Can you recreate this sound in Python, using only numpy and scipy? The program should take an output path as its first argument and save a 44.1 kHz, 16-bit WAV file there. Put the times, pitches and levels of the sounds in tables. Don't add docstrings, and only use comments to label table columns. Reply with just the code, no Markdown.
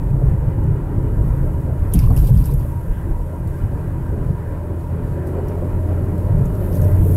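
import sys
import numpy as np
from scipy import signal
from scipy.fft import rfft, irfft, next_fast_len
from scipy.io import wavfile
from scipy.ndimage import uniform_filter1d, map_coordinates

SR = 44100
rng = np.random.default_rng(int(sys.argv[2]) if len(sys.argv) > 2 else 0)


def store_pcm(level_fs):
    pcm = np.round(np.clip(level_fs, -1, 1) * 32767).astype(np.int16)
    wavfile.write(sys.argv[1], SR, np.atleast_2d(pcm).T)


def voltage_ratio(level):
    return 10 ** (np.asarray(level, float) / 20)


N = 315756


def unit(x):
    return x / np.sqrt(np.mean(x ** 2) + 1e-20)


def curves(rows):
    s, *cols = np.transpose(rows)
    return [np.interp(np.arange(N) / SR, s, c) for c in cols]


def slow(level):
    t = np.arange(0, N + 64, 64) / SR
    return np.interp(np.arange(N) / SR, t, level(t))


def wobble(rate):
    knots = rng.standard_normal(int(N * rate / SR) + 4)
    return slow(lambda t: map_coordinates(knots, [t * rate]))


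def with_swells(base_db, swells):
    def swell_power(t):
        return sum(voltage_ratio(db) ** 2 * np.exp(-2 * ((t - s) / half) ** 2) for s, db, half in swells)
    return 10 * np.log10(voltage_ratio(base_db) ** 2 + slow(swell_power))


def white():
    return rng.standard_normal(N)


def patchy(depth_db, tall, long, size=512):
    z = signal.stft(white(), nperseg=size)[2]
    field = rng.standard_normal(z.shape)
    field = uniform_filter1d(uniform_filter1d(field, tall, 0), long, 1)
    return signal.istft(z * voltage_ratio(depth_db * unit(field)), nperseg=size)[1][:N]


def steadied(x, share, seconds):
    swell = np.abs(uniform_filter1d(x * x, int(seconds * SR))) + 1e-9
    return unit(x / swell ** (np.clip(share, 0, 1) / 2))


def filtered(x, response):
    m = next_fast_len(len(x) + min(len(x), 8192))
    return irfft(rfft(x, m) * response(np.fft.rfftfreq(m, 1 / SR)), m)[:len(x)]


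def shape(points):
    f, v = np.transpose(points)
    return lambda hz: voltage_ratio(np.interp(np.log(hz + 1), np.log(f + 1), v))


def modes(table):
    def response(f):
        total = 0
        for k, (c, w, db) in enumerate(table):
            total = total + (-1) ** k * voltage_ratio(db) * 1j * f * w / (c * c - f * f + 1j * f * w)
        return total
    return response


# f/Hz, width/Hz, lift/dB
PANELS = [(277.5, 5.6, 5), (317.3, 9.4, 2.5), (427, 14, 1.5), (422, 49, 2), (479.4, 80, -6), (540, 29, 0.5),
          (622, 29, 4), (650, 57, -9), (683, 29, 5.5), (786, 46, 0), (954, 49, 3), (1380, 67, 4.5),
          (1590, 70, 3.5), (1790, 30, 3), (1930, 100, 4), (2230, 90, -0.5), (2400, 330, -3.5),
          (2910, 170, 7), (4410, 56, -2)]


def panels(hz):
    return voltage_ratio(sum(db / (1 + ((hz - c) / (w / 2)) ** 2) for c, w, db in PANELS))


# t/s, firing f/Hz, firing tone level/dB, load level/dB
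ENGINE = [(0, 77.24, -26.5, -4.5), (.5, 77.1, -27, -2), (1, 78.5, -34, -2.5), (1.5, 79.23, -22, -3),
          (2, 79.84, -24, -5.5), (2.5, 80.6, -28, -8.5), (3, 80.73, -28.5, -6), (3.5, 81.2, -27, -4.5),
          (4.5, 82.75, -27, -3.5), (4.85, 82.9, -26.5, -4), (5.2, 84.4, -25.5, 0.3), (5.5, 85.3, -27, 1.3),
          (5.8, 86.34, -19.5, -0.7), (6.25, 88.08, -20.5, 0.2), (6.58, 88.96, -26.5, 1.5),
          (6.8, 89.52, -18.5, 1), (7, 90.56, -13.5, 0.8), (7.16, 91.52, -14, 2.5)]
# multiple of the firing rate, level/dB
ORDERS = [(2, 7.5), (3, -2), (3.5, -6.5), (4, -2), (4.9, -7), (6, -14.5), (7, -8), (7.5, -16.5)]


def engine():
    hz, tone_db, load_db = curves(ENGINE)
    turn = 2 * np.pi * np.cumsum(hz) / SR
    tone = voltage_ratio(tone_db + 0.75 * wobble(8.9)) * np.sin(turn + 0.28 * wobble(11))

    upper = sum(voltage_ratio(db - 1 + 3.5 * wobble(5)) * np.sin(k * turn + 1.0 * wobble(6)) for k, db in ORDERS)
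    upper_db = -40 + load_db

    teeth = 4.42
    slack_db = 76 * np.maximum(np.arange(N) / SR - 6.75, 0)
    whine = voltage_ratio(4.5 * wobble(7) - 1.5 - slack_db) * np.sin(teeth * turn + 1.1 * wobble(14))
    fifth = voltage_ratio(-7 + 3.5 * wobble(6)) * np.sin(3 / 2 * teeth * turn + 1.0 * wobble(7))
    whine_db = -39 + 2.86 * load_db

    through_panels = filtered(voltage_ratio(upper_db) * upper + voltage_ratio(whine_db) * (whine + fifth), panels)
    return np.sqrt(2) * (tone + through_panels)


# t/s, level/dB
ROAD = [(0, -20), (.6, -20.5), (.85, -24), (1.2, -17.5), (1.45, -18), (1.75, -28), (2.1, -17),
        (2.45, -18.5), (2.75, -29), (3.1, -30), (3.35, -40), (4.2, -21.5), (4.4, -32), (5.4, -30.5),
        (6.1, -26.5), (6.6, -24), (7.16, -25)]
# f/Hz, width/Hz, level/dB
BOUNCE = [(31.5, 10.6, -0.5), (42.2, 9.5, 1.5), (54.7, 28, -4)]
# f/Hz, width/Hz, level/dB
DRUM = [(100.8, 9.5, 3), (137.4, 10, 1.5), (162.5, 21.3, -4.5), (178, 50, -13.5), (87.6, 12.7, -6)]
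# t/s, body heave level/dB, floor thump level/dB, half length/s
BUMPS = [(0.139, -16, -14, 0.032), (0.237, -30, -13.5, 0.027), (0.276, -10.5, -24, 0.028),
         (0.328, -40, -11.5, 0.024), (0.488, -20, -18.5, 0.032), (0.684, -35, -17, 0.096),
         (0.983, -29, -14, 0.01), (1.192, -13, -16.5, 0.029), (1.33, -19, -40, 0.023),
         (1.394, -24, -17.5, 0.025), (1.83, -14, -19, 0.047), (1.969, -7.5, -15, 0.029),
         (2.082, -12, -12, 0.076), (2.217, -9, -16, 0.053), (2.316, -13, -10.5, 0.03),
         (2.377, -10.5, -13, 0.041), (2.543, -14.5, -17, 0.057), (2.776, -37, -20, 0.026),
         (2.906, -9.5, -45, 0.02), (3.135, -17, -42, 0.12), (3.47, -23, -24, 0.092),
         (3.641, -18.5, -15.5, 0.03), (3.746, -22, -26, 0.033), (4.302, -30, -17, 0.038),
         (5.47, -23.5, -25, 0.03), (5.763, -16.5, -24, 0.033), (5.92, -27, -14, 0.012),
         (6.39, -18, -12.5, 0.096), (6.48, -13.5, -22, 0.013), (6.83, -24, -16.5, 0.081),
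         (1.25, -30, -19, .04), (1.72, -33, -22, 0.051), (2.46, -22, -22, 0.023),
               (2.62, -32, -21, 0.033), (2.66, -22, -20, 0.019), (3.86, -23, -30, 0.021),
               (4.12, -36, -28, .04), (4.5, -26, -30, 0.064), (4.91, -40, -27, 0.08),
               (5.04, -24, -24, 0.038), (5.12, -30, -18.5, 0.024), (5.62, -22, -38, .035),
               (6.03, -24, -20.5, 0.018), (6.14, -35, -19, 0.048), (6.62, -33, -23, .04),
               (6.94, -22, -15, 0.028), (7.02, -12, -14.5, 0.037), (7.11, -22, -16, 0.025)]


def road():
    rough_db, = curves(ROAD)
    bumps = BUMPS
    bounce_db = with_swells(rough_db + 0.5, [(s, db, half) for s, db, _, half in bumps])
    mean_drum_db = -25.5 + 0.53 * (rough_db - rough_db.mean())
    drum_db = with_swells(mean_drum_db, [(s, db, half) for s, _, db, half in bumps])

    def steep(hz, top_hz):
        return 1 / np.sqrt(1 + (hz / top_hz) ** 8)

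    bounce = filtered(white(), lambda hz: modes(BOUNCE)(hz) * steep(hz, top_hz=65.2))
    drum = filtered(white(), lambda hz: modes(DRUM)(hz) * steep(hz, top_hz=200) * hz / (hz + 60))
    bounce = steadied(bounce, share=1.0, seconds=0.14)
    drum = steadied(drum, share=0.38, seconds=0.07)
    return voltage_ratio(bounce_db) * bounce + voltage_ratio(drum_db) * drum


# f/Hz, level/dB per Hz
ROAR = [(110, -8.5), (190, 3), (230, -1.5), (310, -1), (400, -3.5), (500, -5), (600, -14.5), (720, -22),
        (940, -41.5), (1580, -120)]
# f/Hz, level/dB per Hz
HISS = [(380, -7), (640, -4), (807, -1.5), (959, 0.5), (1150, -6.5), (1580, -12), (2250, -18.5),
        (2490, -16), (2740, -29.5), (2960, -28.5), (5000, -40.5), (6500, -61), (11000, -120)]
# t/s, low roar level/dB, high roar level/dB
SEAMS = [(.08, -30, -47), (.16, -48, -43), (.225, -37, -33), (.645, -36, -37), (1.06, -43, -45),
         (1.44, -27.5, -38), (1.51, -44, -36), (1.7, -40, -29), (1.96, -34, -55), (2.12, -38, -38),
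         (2.17, -40, -38), (2.24, -40, -38), (2.3, -38, -39), (3.2, -47, -34.5), (3.34, -48, -36),
         (4.3, -40, -35), (5.4, -42, -33), (5.63, -30, -31.5), (5.92, -30, -30), (6.3, -40, -34),
         (6.625, -42, -30), (6.715, -30, -32), (6.85, -27, -44), (7.0, -29, -48)]
# t/s, level/dB, half length/s
COARSE_STRETCHES = [
    (1.4, -47, 0.11),
    (3.013, -48, 0.084),
    (5.197, -60, .1),
    (1.995, -47, 0.12),
    (2.172, -43, 0.04),
    (2.33, -63, 0.049),
    (2.473, -57, 0.039),
    (6.3, -45, .05),
]


def tyres():
    load_db, rough_db = curves(ENGINE)[-1], curves(ROAD)[0]
    seam_s = 0.012
    low_db = -31 + 0.83 * load_db + 0.24 * (rough_db - rough_db.mean())
    low_db = with_swells(low_db, [(s, db, seam_s) for s, db, _ in SEAMS])
    high_db = with_swells(-39.5 + 1.04 * load_db, [(s, db, seam_s) for s, _, db in SEAMS])
    hiss_db = with_swells(-41.5 + 0.41 * load_db, COARSE_STRETCHES)

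    tread = patchy(1.6, tall=2, long=4, size=2048)
    tread = filtered(tread, lambda hz: shape(ROAR)(hz) * panels(hz))
    high = filtered(tread, lambda hz: 1 / (1 + (460 / (hz + 1)) ** 12))
    low = tread - high
    hiss = patchy(1.5, tall=3, long=5, size=1024)
    hiss = unit(filtered(hiss, lambda hz: shape(HISS)(hz) * panels(hz)))

    lumps_db = 1.0 * wobble(7) + 1.4 * wobble(18)
    low_roar = voltage_ratio(low_db + lumps_db + 0.22 * wobble(13.0)) * unit(low)
    high_roar = voltage_ratio(high_db + 0.46 * lumps_db + 1.6 * wobble(11)) * unit(high)
    return low_roar + high_roar + voltage_ratio(hiss_db + 1.0 * wobble(14)) * hiss


# t/s, level/dB, f/Hz, time to fall 60 dB/s
KNOCKS = [(1.937, -44, 3160, 0.054), (1.945, -10, 180, 0.11), (1.945, -21.5, 263, 0.17),
          (1.987, -40, 2370, 0.037), (2.0, -25, 228, .11), (2.02, -58, 2400, .25), (2.03, -38, 1012, 0.09),
          (2.07, -29, 1046, 0.028), (2.09, -30, 454, 0.069), (2.1, -25, 259.5, 0.2), (2.1, -31, 760, 0.11),
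          (2.102, -34.5, 1075, 0.066), (2.152, -31, 366, 0.1), (2.165, -47, 2780, .06),
          (2.225, -37, 487, 0.11), (2.23, -37, 705, 0.056), (2.272, -51, 3400, .065),
          (2.286, -25, 480, 0.069), (2.285, -36, 825, 0.056), (2.33, -24, 200, 0.34), (2.4, -23, 250, .072),
          (2.487, -32, 936, 0.052), (2.52, -31, 472, 0.11), (2.645, -33, 565, .08),
          (2.931, -64.5, 2970, 0.45), (3.622, -31, 175, 0.22)]


def knocks():
    out, t = np.zeros(N + SR), np.arange(SR // 4) / SR
    for s, db, hz, t60 in KNOCKS:
        rough = map_coordinates(rng.standard_normal(512), [t * (40 + hz / 4)])
        fade = voltage_ratio(db - 60 * t / t60)
        soft_start = 1 - np.exp(-t * (60 + hz / 8))
        ring = 3 * np.sin(2 * np.pi * hz * t + (0.94 + hz / 4000) * rough)
        out[round(s * SR):][:len(t)] += fade * soft_start * ring
    return out[:N]


# t/s, level/dB
SHAKE = [(0, -62.5), (.75, -72), (1.3, -57.5), (1.76, -62.5), (1.92, -56), (2.11, -49), (2.35, -45.5),
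         (2.47, -47.5), (2.6, -52), (2.8, -58), (3.35, -62.5), (4.7, -68.5), (5.6, -62.5), (6.45, -57.5),
         (6.83, -46), (6.93, -49.5), (7.14, -44)]
# t/s, lift/dB, dying time/s
FLURRIES = [(.03, -1, 0.11), (.25, 7.5, 0.15), (.635, 1, 0.052), (1.83, 2, .05), (1.94, 9, 0.12),
            (2.085, -4, .06), (2.17, 4, 0.11), (2.305, -15, 0.022), (3.4, -5, .05), (3.47, 4.5, 0.37),
            (4.05, 3.5, 0.22), (4.5, 3, .12), (4.79, 7, .07), (5.03, 7, 0.1), (5.265, 6, 0.052),
            (5.478, 5.5, .08), (5.785, 3, 0.07), (6.175, 4, .05)]
# f/Hz, level/dB per Hz
SIZZLE = [(3530, -44), (6000, -24), (9900, -9.5), (12200, -1.5), (12800, -2.5), (15600, -15)]
# f/Hz, width/Hz, level/dB
BUZZ = [(2400, 630, 13.5), (3400, 2500, 7), (4450, 340, 10), (4940, 2100, -3.5), (6300, 640, -13)]
# t/s, level/dB, half length/s
BUZZ_FITS = [(1.965, -55, 0.04), (2.037, -55, .04), (2.11, -61, .05), (2.2, -55, 0.045),
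             (2.273, -54, 0.048), (2.34, -58, .035), (2.387, -55.5, 0.069), (2.465, -53, .04),
             (2.53, -56, 0.027), (2.62, -62, .04), (6.75, -61, .04), (6.83, -61, .035)]


def sizzle():
    fine_db, = curves(SHAKE)
    hz = curves(ENGINE)[0]
    buzz_db = with_swells(-69 + 0.23 * (fine_db + 63) + 0.5 * (hz - hz.mean()), BUZZ_FITS)

    def burst(t, dies):
        return (1 - np.exp(-t / 0.0067)) * np.exp(-t / dies)

    lift_db = slow(lambda t: sum(db * burst(np.maximum(t - s, 0), dies) for s, db, dies in FLURRIES))
    jitter_db = 0.8 * wobble(20) + 1.2 * wobble(300)
    flurry = voltage_ratio(lift_db + jitter_db)

    def plastic(hz):
        return modes(BUZZ)(hz) * (hz / 3000) ** 2 / (1 + (hz / 3000) ** 2 + (hz / 5500) ** 5)

    fine = unit(filtered(patchy(0.77, tall=8, long=5), shape(SIZZLE)))
    rustle = faint_rustle()
    buzz = unit(filtered(patchy(2.3, tall=5, long=5), plastic))
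    hard = np.clip((fine_db + 65.5) / 13, 0.15, 0.9)
    contacts = np.sqrt(hard) * fine + np.sqrt(1 - hard) * rustle
    return flurry * (voltage_ratio(fine_db + 1.5) * contacts + voltage_ratio(buzz_db - 1.5) * buzz)


# t/s, peak level/dB, plastic level/dB, plastic f/Hz
TICKS = [(1.921, -51.5, 5, 3700), (1.936, -9.5, -29.5, 6500), (1.9552, -43, -3, 4900),
         (1.9897, -22.5, -14.5, 4940), (2.007, -35, -16, 4980), (2.0385, -37.5, -12, 4430),
         (2.0594, -39, -15, 4630), (2.0814, -48, -14, 4304), (2.1036, -36, -17.5, 4650),
         (2.164, -20.5, -26, 5490), (2.175, -23, -19, 4590), (2.1914, -27, -24, 5680),
         (2.2696, -28.5, -19, 4900), (2.2767, -29, -20, 4800), (2.2994, -43, -25, 5350),
         (2.3744, -36, -11.5, 4734), (2.3944, -38, -21, 4770), (2.4395, -35, -10, 4870),
         (2.456, -21.5, -25, 5186), (2.5114, -36, -16, 4613), (2.538, -25.5, -28, 7100),
         (2.5944, -40, -19, 4450)]
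# t/s, peak level/dB, plastic level/dB, plastic f/Hz
STRAY_TICKS = [(.3147, -43, -32, 4320), (.6355, -43, -23, 6660), (3.473, -38, -21, 4410),
               (4.7894, -45, -23, 4470), (5.2659, -41, -25, 4300), (5.2713, -37, -19, 4840),
               (5.482, -36, -14, 5700), (6.1779, -41, -24, 4390), (6.454, -34, -14, 6997),
               (6.55, -38, -19, 4370), (6.727, -40, -10, 5003), (6.7431, -33, -23, 5860),
               (6.752, -29, -18, 6086), (6.7674, -33, -16, 4460), (6.8165, -27.5, -21, 6200),
               (6.832, -37.5, -17, 5600), (6.845, -35, -18, 5600), (6.8644, -45, -24, 4670)]
# level/dB over the rough patch, level/dB elsewhere
DASH_DB = (-10, -14)


def ticks():
    out, t = np.zeros(N + SR), np.arange(SR // 12) / SR
    rows = [(*row, DASH_DB[0]) for row in TICKS] + [(*row, DASH_DB[1]) for row in STRAY_TICKS]
    for s, db, plastic_db, plastic_hz, dash_db in rows:
        hz = 12100 - 45 * (db + 43)
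        hz = hz * (1 + 0.03 * rng.standard_normal())
        chatter = rng.standard_normal((2, len(t))) * (1 - np.exp(-t / 0.00033))
        ring = modes([(hz, 1200, 0), (12300, 3000, -4), (8500, 3000, -9)])
        broad = modes([(11000, 9000, 0)])
        bright = unit(filtered(chatter[0], lambda f: ring(f) * broad(f)))
        plastic = modes([(plastic_hz, 800, 0), (2450, 400, dash_db - 8),
                         (3400, 500, dash_db - 21.0), (6500, 2500, -10)])
        dull = unit(filtered(chatter[1], plastic))
        fade = voltage_ratio(db - 11.5 - 60 * t / 0.059)
        crack = 1 + 0.66 * voltage_ratio(-60 * t / 0.011)
        out[round(s * SR):][:len(t)] += fade * crack * (bright + voltage_ratio(plastic_db + 11) * dull)
    return filtered(out[:N], lambda hz: (1j * hz / (1800 + 1j * hz)) ** 2)


def hum(table, base_db, swells):
    noise = filtered(white(), lambda hz: modes(table)(hz) ** 2)
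    return voltage_ratio(with_swells(base_db, swells)) * steadied(noise, share=0.7, seconds=0.033)


# t/s, level/dB, half length/s
SHELF_HUMS = [(1.3, -47, .06), (1.55, -48, 0.086), (2.765, -44, 0.058), (3.0, -56, 0.04),
              (3.15, -40.5, .03), (3.22, -45, 0.032), (3.36, -41.5, 0.027), (3.8, -46, .06),
              (4.09, -45, 0.055), (4.853, -44, 0.059), (5.4, -45.5, 0.099), (6.147, -48, 0.087),
              (6.32, -42, 0.04), (6.796, -49, 0.047)]


def shelf():
    return hum([(946, 67, 0)], -56.5, SHELF_HUMS)


# f/Hz, width/Hz, level/dB
DOOR_MODES = [(601.2, 50, 0)]
# t/s, level/dB, half length/s
DOOR_HUMS = [(1.2, -42, .04), (1.47, -37, .04), (1.72, -41, 0.098), (2.55, -49, 0.038), (3.19, -48, .03),
             (3.33, -40, 0.03), (4.2, -47, 0.092), (4.65, -43, 0.087), (5.2, -45, 0.13), (5.6, -42, .15),
             (5.85, -37.5, 0.11), (6.3, -40, 0.086), (6.55, -38.5, 0.08), (6.9, -36, .12),
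             (7.13, -41, 0.044)]


def door():
    return hum(DOOR_MODES, -49, DOOR_HUMS)


# f/Hz, width/Hz, level/dB
GLASS_MODES = [(1582, 106, 0), (1789, 81, -2.5), (1974, 80, -4.5)]
# t/s, level/dB, half length/s
GLASS_HUMS = [(.42, -57, .05), (1.15, -54, 0.062), (1.4, -53, .06), (2.7, -62, .06), (3.0, -52, 0.14),
              (3.6, -54, 0.16), (3.85, -55, 0.078), (4.1, -53, .06), (4.45, -52.5, 0.099), (5.2, -50, .1),
              (6.2, -62, 0.075), (6.75, -56, .1)]


def windscreen():
    return hum(GLASS_MODES, -64.5, GLASS_HUMS)


def bracket():
    band = modes([(4450, 150, 0)])
    buzz = unit(filtered(white(), lambda hz: band(hz) ** 2))
    return voltage_ratio(-79.5 + 1.4 * curves(ENGINE)[-1] + 2.5 * wobble(9)) * buzz


# f/Hz, level/dB per Hz
SELF_NOISE = [(2060, -42), (3500, -12), (6150, -5), (7560, 0), (9240, 1.5), (10200, 1.5), (12400, 5.5),
              (13700, -4), (15600, -5.5)]


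def faint_rustle():
    return unit(filtered(white(), shape(SELF_NOISE)))


def scene():
    cabin = engine() + road() + tyres() + knocks() + sizzle() + ticks()
    cabin = cabin + shelf() + door() + windscreen() + bracket()
    return filtered(cabin, lambda hz: hz ** 2 / (hz ** 2 + 16 ** 2) + 0.0056)[None]


def top_cut(x):
    return signal.sosfilt(signal.butter(12, 15780, fs=SR, output="sos"), x)


def record(dry):
    hiss = voltage_ratio(-60.0) * faint_rustle()
    whistle = voltage_ratio(-78) * np.sin(2 * np.pi * 15688 * np.arange(N) / SR)
    soft = dry[0] / (1 + np.abs(dry[0] / 0.9) ** 6) ** (1 / 6)
    mix = filtered(soft + hiss + whistle, lambda hz: hz < 15730)[None]
    return top_cut(mix)


dry = scene()
out = record(dry)
store_pcm(out)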